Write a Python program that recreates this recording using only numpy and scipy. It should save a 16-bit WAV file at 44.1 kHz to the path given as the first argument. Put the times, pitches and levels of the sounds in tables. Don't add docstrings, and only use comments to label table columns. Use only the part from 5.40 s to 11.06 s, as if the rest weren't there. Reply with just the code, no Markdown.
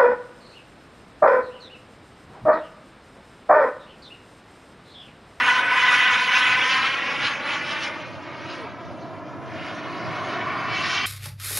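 import sys
import numpy as np
from scipy import signal
from scipy.fft import rfft, irfft, next_fast_len
from scipy.io import wavfile
from scipy.ndimage import uniform_filter1d, map_coordinates

SR = 44100
rng = np.random.default_rng(int(sys.argv[2]) if len(sys.argv) > 2 else 0)


def waveform_to_disk(signal):
    frames = np.transpose(np.atleast_2d(signal))
    scaled = np.clip(frames, -1, 1) * 32767
    samples = np.round(scaled).astype(np.int16)
    wavfile.write(sys.argv[1], SR, samples)


N = 249606
FRAME, HOP = 1024, 256
TIME_S = np.arange(N) / SR
FRAME_TIME_S = np.arange(N // HOP + 6) * HOP / SR
BIN_HZ = np.fft.rfftfreq(FRAME, 1 / SR)

# (frequency [Hz], relative density [dB])
BREEZE_SPECTRUM = [(20, -44), (45, -26), (68, -26), (85, -5), (105, 0), (125, 2), (160, -3), (220, -8.5),
                   (400, -18.5), (1500, -50.5)]
# (frequency [Hz], relative density [dB])
DRONE_SPECTRUM = [(180, -28), (270, -0.5), (312, 6), (350, 1), (430, -8), (1500, -18.5), (9000, -50)]
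# (time [s], level [dB])
DRONE_ENVELOPE = [(0, -61), (1.3, -52), (1.8, -47), (2.8, -45.5), (4, -43), (5, -41.5), (5.66, -52)]
# (onset [s], length [s], start pitch [Hz], end pitch [Hz], level [dB])
HOOT_EVENTS = [(1.66, .1, 495, 445, -42), (3.16, .11, 545, 410, -39), (4.0, .1, 520, 425, -41)]

# (frequency [Hz], bandwidth [Hz], relative gain [dB])
RING_MODES = [(1015, 40, 8), (1500, 55, 4.5), (1985, 60, 2), (2500, 50, -2.5), (2970, 55, -.5)]
# (time [s], gain [dB])
RING_ENVELOPE = [(0, -0.5), (.9, 0.5), (1.35, -4.5), (1.8, -12), (3, -38), (5.66, -28)]
# (frequency [Hz], gain [dB])
GROUND_RESPONSE = [(100, -13), (400, -8), (900, -5.5), (1600, -10), (3000, -7.5), (4500, -9), (11000, -20)]
# (time [s], lag [ms], phase lag [rad])
ECHO_PATH = [(.6, 4.06, -.2), (1, 3.99, 0), (1.3, 3.85, .1), (1.6, 3.62, .5), (2.8, 3.2, .3),
             (3.6, 2.96, .7), (4, 2.76, 1.4), (4.8, 2.64, 1.3), (5.66, 2.5, 1)]
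# (time [s], gain [dB])
ECHO_ENVELOPE = [(0, 2), (1.3, 6.5), (2, 2.5), (3.3, 1), (4.8, 0.5), (5.66, 2)]

# (frequency [Hz], gain [dB])
TREBLE_NOTCH = [(7000, 0), (7500, -5), (7750, -43), (7950, -30), (8250, -9.5), (8700, -5.5)]
# (frequency [Hz], gain [dB])
WIDTH_RESPONSE = [(200, -28), (800, -35), (1300, -23), (2200, -32), (2600, -22.5), (3800, -10), (4200, -55),
                  (6000, -64), (7000, -38), (9000, -32), (10500, -15)]
# (frequency [Hz], gain [dB])
PORT_SPREAD_RESPONSE = [(300, -20), (700, -15), (1500, -49), (2200, -34), (2600, -10.5), (3700, -29),
                        (4300, -69), (9000, -54)]
# (frequency [Hz], gain [dB])
PORT_LEAN_RESPONSE = [(250, -23), (700, -33), (1500, -49), (2600, -37), (5000, -62)]

# (time [s], pitch [Hz])
WHISTLE_PITCH = [(0, 8370), (.4, 8230), (.65, 8090), (1.1, 8030), (1.5, 7900)]
# (frequency [Hz], relative density [dB])
ROAR_SPECTRUM = [(40, -68), (100, -2), (190, -2), (250, -1.5), (320, -1), (440, -0.5), (540, 0.5), (700, 3),
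                 (880, -4), (1300, -6.5), (3000, -43.5)]
# (time [s], level [dB])
ROAR_ENVELOPE = [(0, -35.5), (.7, -38), (2.5, -39), (2.8, -41.5), (4.15, -38.5), (4.95, -33.5),
                 (5.66, -40.5)]
# (frequency [Hz], relative density overhead [dB], far off [dB])
RUSH_SPECTRA = [(500, -66, -28), (825, -8, -9.5), (996, -4, 0), (1220, -1.5, 2), (1460, 2, -1),
                (2010, 2.5, 0), (2340, 2.5, 4), (2460, 1.5, -1), (2916, -1.5, -4), (3650, -9.5, -18),
                (4960, -33, -33), (9000, -55, -52)]
# (frequency [Hz], relative density overhead [dB], far off [dB])
HISS_SPECTRA = [(1500, -40, -17), (2860, 4.5, 8.5), (3650, 2, 1.5), (3780, -1.5, 4.5), (4760, -3.5, 2.5),
                (5350, -1, -2.5), (6330, -7, -9), (7400, -12.5, -21), (9400, -10, -15.5),
                (10320, -12, -23.5), (12350, -23, -61)]
# (time [s], rush level before tilt [dB], rush tilt [dB/octave], hiss offset [dB])
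FLIGHT_ENVELOPES = [(0, -21, -4.5, -15), (.55, -20, -1, -15), (1.42, -24, 0.5, -11.5),
                    (1.62, -28.5, -0.5, -13), (2.42, -31.5, -2, -15), (2.7, -39.5, -5, -14),
                    (3.25, -39.5, -7.5, -17.5), (3.55, -46.5, -10.5, -11.5), (4.0, -41.5, -15, -22.5),
                    (4.15, -39.5, -4, -12.5), (4.6, -34, -9, -15), (4.98, -30.5, -8, -17.5),
                    (5.24, -28, -8.5, -19.5), (5.38, -29.5, 0, -6), (5.55, -26, -4.5, -5),
                    (5.66, -29.5, 4.5, -9)]
# (time [s], remoteness [0 overhead, 1 far and low])
REMOTENESS = [(0, 0.019), (1, 0), (1.6, 0.42), (2.5, 0.43), (3.3, 0.75), (4, 0.32), (4.6, 0.71),
              (5.66, 0.85)]
# (centre [s], width [s], rush gain [dB], hiss gain [dB])
EDDY_SWELLS = [(0.096, 0.048, 2.5, 2.5), (0.258, 0.098, -4, -8.5), (0.537, 0.11, 1, 5),
               (0.841, 0.071, -6.5, 1), (0.977, 0.062, 2, 8), (1.302, 0.06, -2.5, 2.5),
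               (1.566, 0.051, -2.5, -2.5), (1.864, 0.12, 4.5, 10), (2.012, 0.1, -4.5, -7),
               (2.106, 0.14, 5, 7), (2.325, 0.17, 1, 6.5), (2.448, 0.094, 1, 9), (2.773, 0.095, -4, 1.5),
               (3.133, 0.21, 3.5, 11), (4.286, 0.12, 3, 2.5), (4.89, .18, 1.5, 5)]


def gain_of(db):
    return 10 ** (np.asarray(db) / 20)


def unit_rms(x):
    return x / np.sqrt(np.mean(x ** 2) + 1e-20)


def spectrum_db(table, hz):
    table_hz, db = np.transpose(table)
    return np.interp(np.log(hz + 1), np.log(table_hz + 1), db)


def follow(table, time_s=TIME_S):
    table_s, *columns = np.transpose(table)
    return [np.interp(time_s, table_s, column) for column in columns]


def filtered(x, response):
    size = next_fast_len(N + 4096)
    gain = gain_of(spectrum_db(response, np.fft.rfftfreq(size, 1 / SR)))
    return irfft(rfft(x, size) * gain, size)[..., :N]


def delayed(x, lag_ms):
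    return map_coordinates(x, [np.arange(N) - lag_ms * SR / 1000], order=3, mode="mirror")


def wander(samples):
    return unit_rms(uniform_filter1d(uniform_filter1d(rng.standard_normal(N), samples), samples))


def breeze(start_db=-53, rise_db_per_s=2.18, gust_db=2):
    gusts = unit_rms(sum(np.sin(2 * np.pi * (hz * TIME_S + rng.random())) / np.sqrt(hz)
                         for hz in np.geomspace(1.5, 8, 20)))
    rumble = unit_rms(filtered(rng.standard_normal((2, N)), BREEZE_SPECTRUM))
    port_db = np.array([[1], [3]])
    return rumble * gain_of(start_db + rise_db_per_s * TIME_S + gust_db * gusts + port_db)


def field_drone():
    level_db, = follow(DRONE_ENVELOPE)
    return gain_of(level_db) * unit_rms(filtered(rng.standard_normal(N), DRONE_SPECTRUM))


def hoots(waver_ratio=0.0377, flutter_db=3):
    out = np.zeros(N)
    for onset_s, length_s, start_hz, end_hz, level_db in HOOT_EVENTS:
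        progress = np.clip((TIME_S - onset_s) / length_s, 0, 1)
        hz = (start_hz + (end_hz - start_hz) * progress) * (1 + waver_ratio * wander(samples=150))
        arch = np.sqrt(abs(np.sin(np.pi * progress)))
        envelope = arch * gain_of(level_db + flutter_db * wander(samples=400))
        out += envelope * np.sin(2 * np.pi * np.cumsum(hz) / SR)
    return out


def diffuse_width(x, t60_s=0.14):
    time_s = TIME_S[:SR // 4]
    tail = rng.standard_normal(len(time_s)) * gain_of(-60 * time_s / t60_s)
    decorrelated = signal.oaconvolve(x, tail / np.linalg.norm(tail))[:N]
    return filtered(decorrelated, WIDTH_RESPONSE)


def with_hollow_ring(x, ring_power_ratio=0.6):
    strength = gain_of(follow(RING_ENVELOPE)[0])
    ring = sum(gain_of(db) * signal.lfilter(*signal.iirpeak(hz, hz / width_hz, SR), x)
               for hz, width_hz, db in RING_MODES)
    return (x + strength * ring) / np.sqrt(1 + ring_power_ratio * strength ** 2)


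def with_ground_echo(direct, trim_db=-2.0):
    lag_ms, phase_rad = follow(ECHO_PATH)
    echo_db, = follow(ECHO_ENVELOPE)
    bounce = delayed(filtered(direct, GROUND_RESPONSE), lag_ms)
    analytic = signal.hilbert(bounce, next_fast_len(N))[:N]
    echo = (analytic * np.exp(-1j * phase_rad)).real
    return gain_of(trim_db) * (direct + gain_of(echo_db) * echo)


def eddy_flutter(slow_hz, fast_hz, width_bins):
    frames = len(FRAME_TIME_S)
    rate_hz = np.fft.rfftfreq(frames, HOP / SR)[:, None]
    field = rng.standard_normal((frames, len(BIN_HZ)))
    for _ in range(2):
        field = uniform_filter1d(field, width_bins, axis=1, mode="wrap")
    band_pass = rate_hz ** 2 / (rate_hz ** 2 + slow_hz ** 2) / (1 + (rate_hz / fast_hz) ** 2)
    return unit_rms(irfft(rfft(field, axis=0) * band_pass, frames, axis=0))


def eddy_swells_db(time_s):
    centre_s, width_s, rush_db, hiss_db = np.transpose(EDDY_SWELLS)
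    bells = np.exp(-(2 * (time_s - centre_s) / width_s) ** 2)
    return bells @ rush_db[:, None], bells @ hiss_db[:, None]


def turbine_whistle(level_db=-53, hold_s=1.1, fade_db_per_s=55, waver_ratio=0.0015, flutter_db=3):
    hz, = follow(WHISTLE_PITCH)
    envelope_db = level_db - fade_db_per_s * np.maximum(TIME_S - hold_s, 0)
    cycles = np.cumsum(hz * (1 + waver_ratio * wander(samples=300))) / SR
    return gain_of(envelope_db + flutter_db * wander(samples=900)) * np.sin(2 * np.pi * cycles)


def blend_db(spectra, remoteness):
    spectra = np.array(spectra)
    overhead_db = spectrum_db(spectra[:, [0, 1]], BIN_HZ)
    far_db = spectrum_db(spectra[:, [0, 2]], BIN_HZ)
    return (1 - remoteness) * overhead_db + remoteness * far_db


def hump(shape_db, level_db):
    shape = gain_of(shape_db)
    return gain_of(level_db) * shape / np.sqrt(np.sum(shape ** 2, -1, keepdims=True))


def shaped_noise(magnitude):
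    white = rng.standard_normal((len(FRAME_TIME_S) - 1) * HOP)
    _, _, spectra = signal.stft(white, nperseg=FRAME, noverlap=FRAME - HOP)
    _, noise = signal.istft(spectra * magnitude.T, nperseg=FRAME, noverlap=FRAME - HOP)
    return noise[:N] * np.sqrt(FRAME / 2)


def jet_exhaust(roar_trim_db=1.5, rush_trim_db=3, hiss_trim_db=3.5):
    time_s = FRAME_TIME_S[:, None]
    roar_db, = follow(ROAR_ENVELOPE, time_s)
    flight_db, tilt_db_per_octave, hiss_offset_db = follow(FLIGHT_ENVELOPES, time_s)
    remoteness, = follow(REMOTENESS, time_s)
    rush_swell_db, hiss_swell_db = eddy_swells_db(time_s)
    rush_db = flight_db + rush_trim_db + rush_swell_db
    hiss_db = flight_db + hiss_offset_db + hiss_trim_db + hiss_swell_db

    roar = hump(spectrum_db(ROAR_SPECTRUM, BIN_HZ), roar_db + roar_trim_db)
    rush = hump(blend_db(RUSH_SPECTRA, remoteness), rush_db)
    hiss = hump(blend_db(HISS_SPECTRA, remoteness), hiss_db)
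    octaves = np.log2(np.clip(BIN_HZ, 1000, 2900) / 1350)
    rush *= gain_of(tilt_db_per_octave * octaves)

    broad_db = 0.57 * eddy_flutter(slow_hz=3.7, fast_hz=9.8, width_bins=120)
    patchy_db = 1.21 * eddy_flutter(slow_hz=0.72, fast_hz=8.2, width_bins=10)
    treble_weight = (np.minimum(BIN_HZ, 6000) / 2000) ** 0.61
    flutter = gain_of(treble_weight * (broad_db + patchy_db))
    return shaped_noise(np.sqrt(roar ** 2 + rush ** 2 + hiss ** 2) * flutter)


def scene(port_lag_ms=0.025):
    jet = with_hollow_ring(with_ground_echo(jet_exhaust())) + turbine_whistle()
    mid = jet + field_drone() + hoots()
    port_difference = delayed(mid, port_lag_ms) - delayed(mid, -port_lag_ms)
    side = filtered(port_difference, PORT_SPREAD_RESPONSE)
    side += diffuse_width(mid) - filtered(mid, PORT_LEAN_RESPONSE)
    return np.array([mid + side, mid - side]) + breeze()


def record(dry, cutoff_hz=11900):
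    low_pass = signal.firwin(401, cutoff_hz, window=("kaiser", 9), fs=SR)
    return signal.oaconvolve(filtered(dry, TREBLE_NOTCH), low_pass[None], "same")


dry = scene()
out = record(dry)
waveform_to_disk(out)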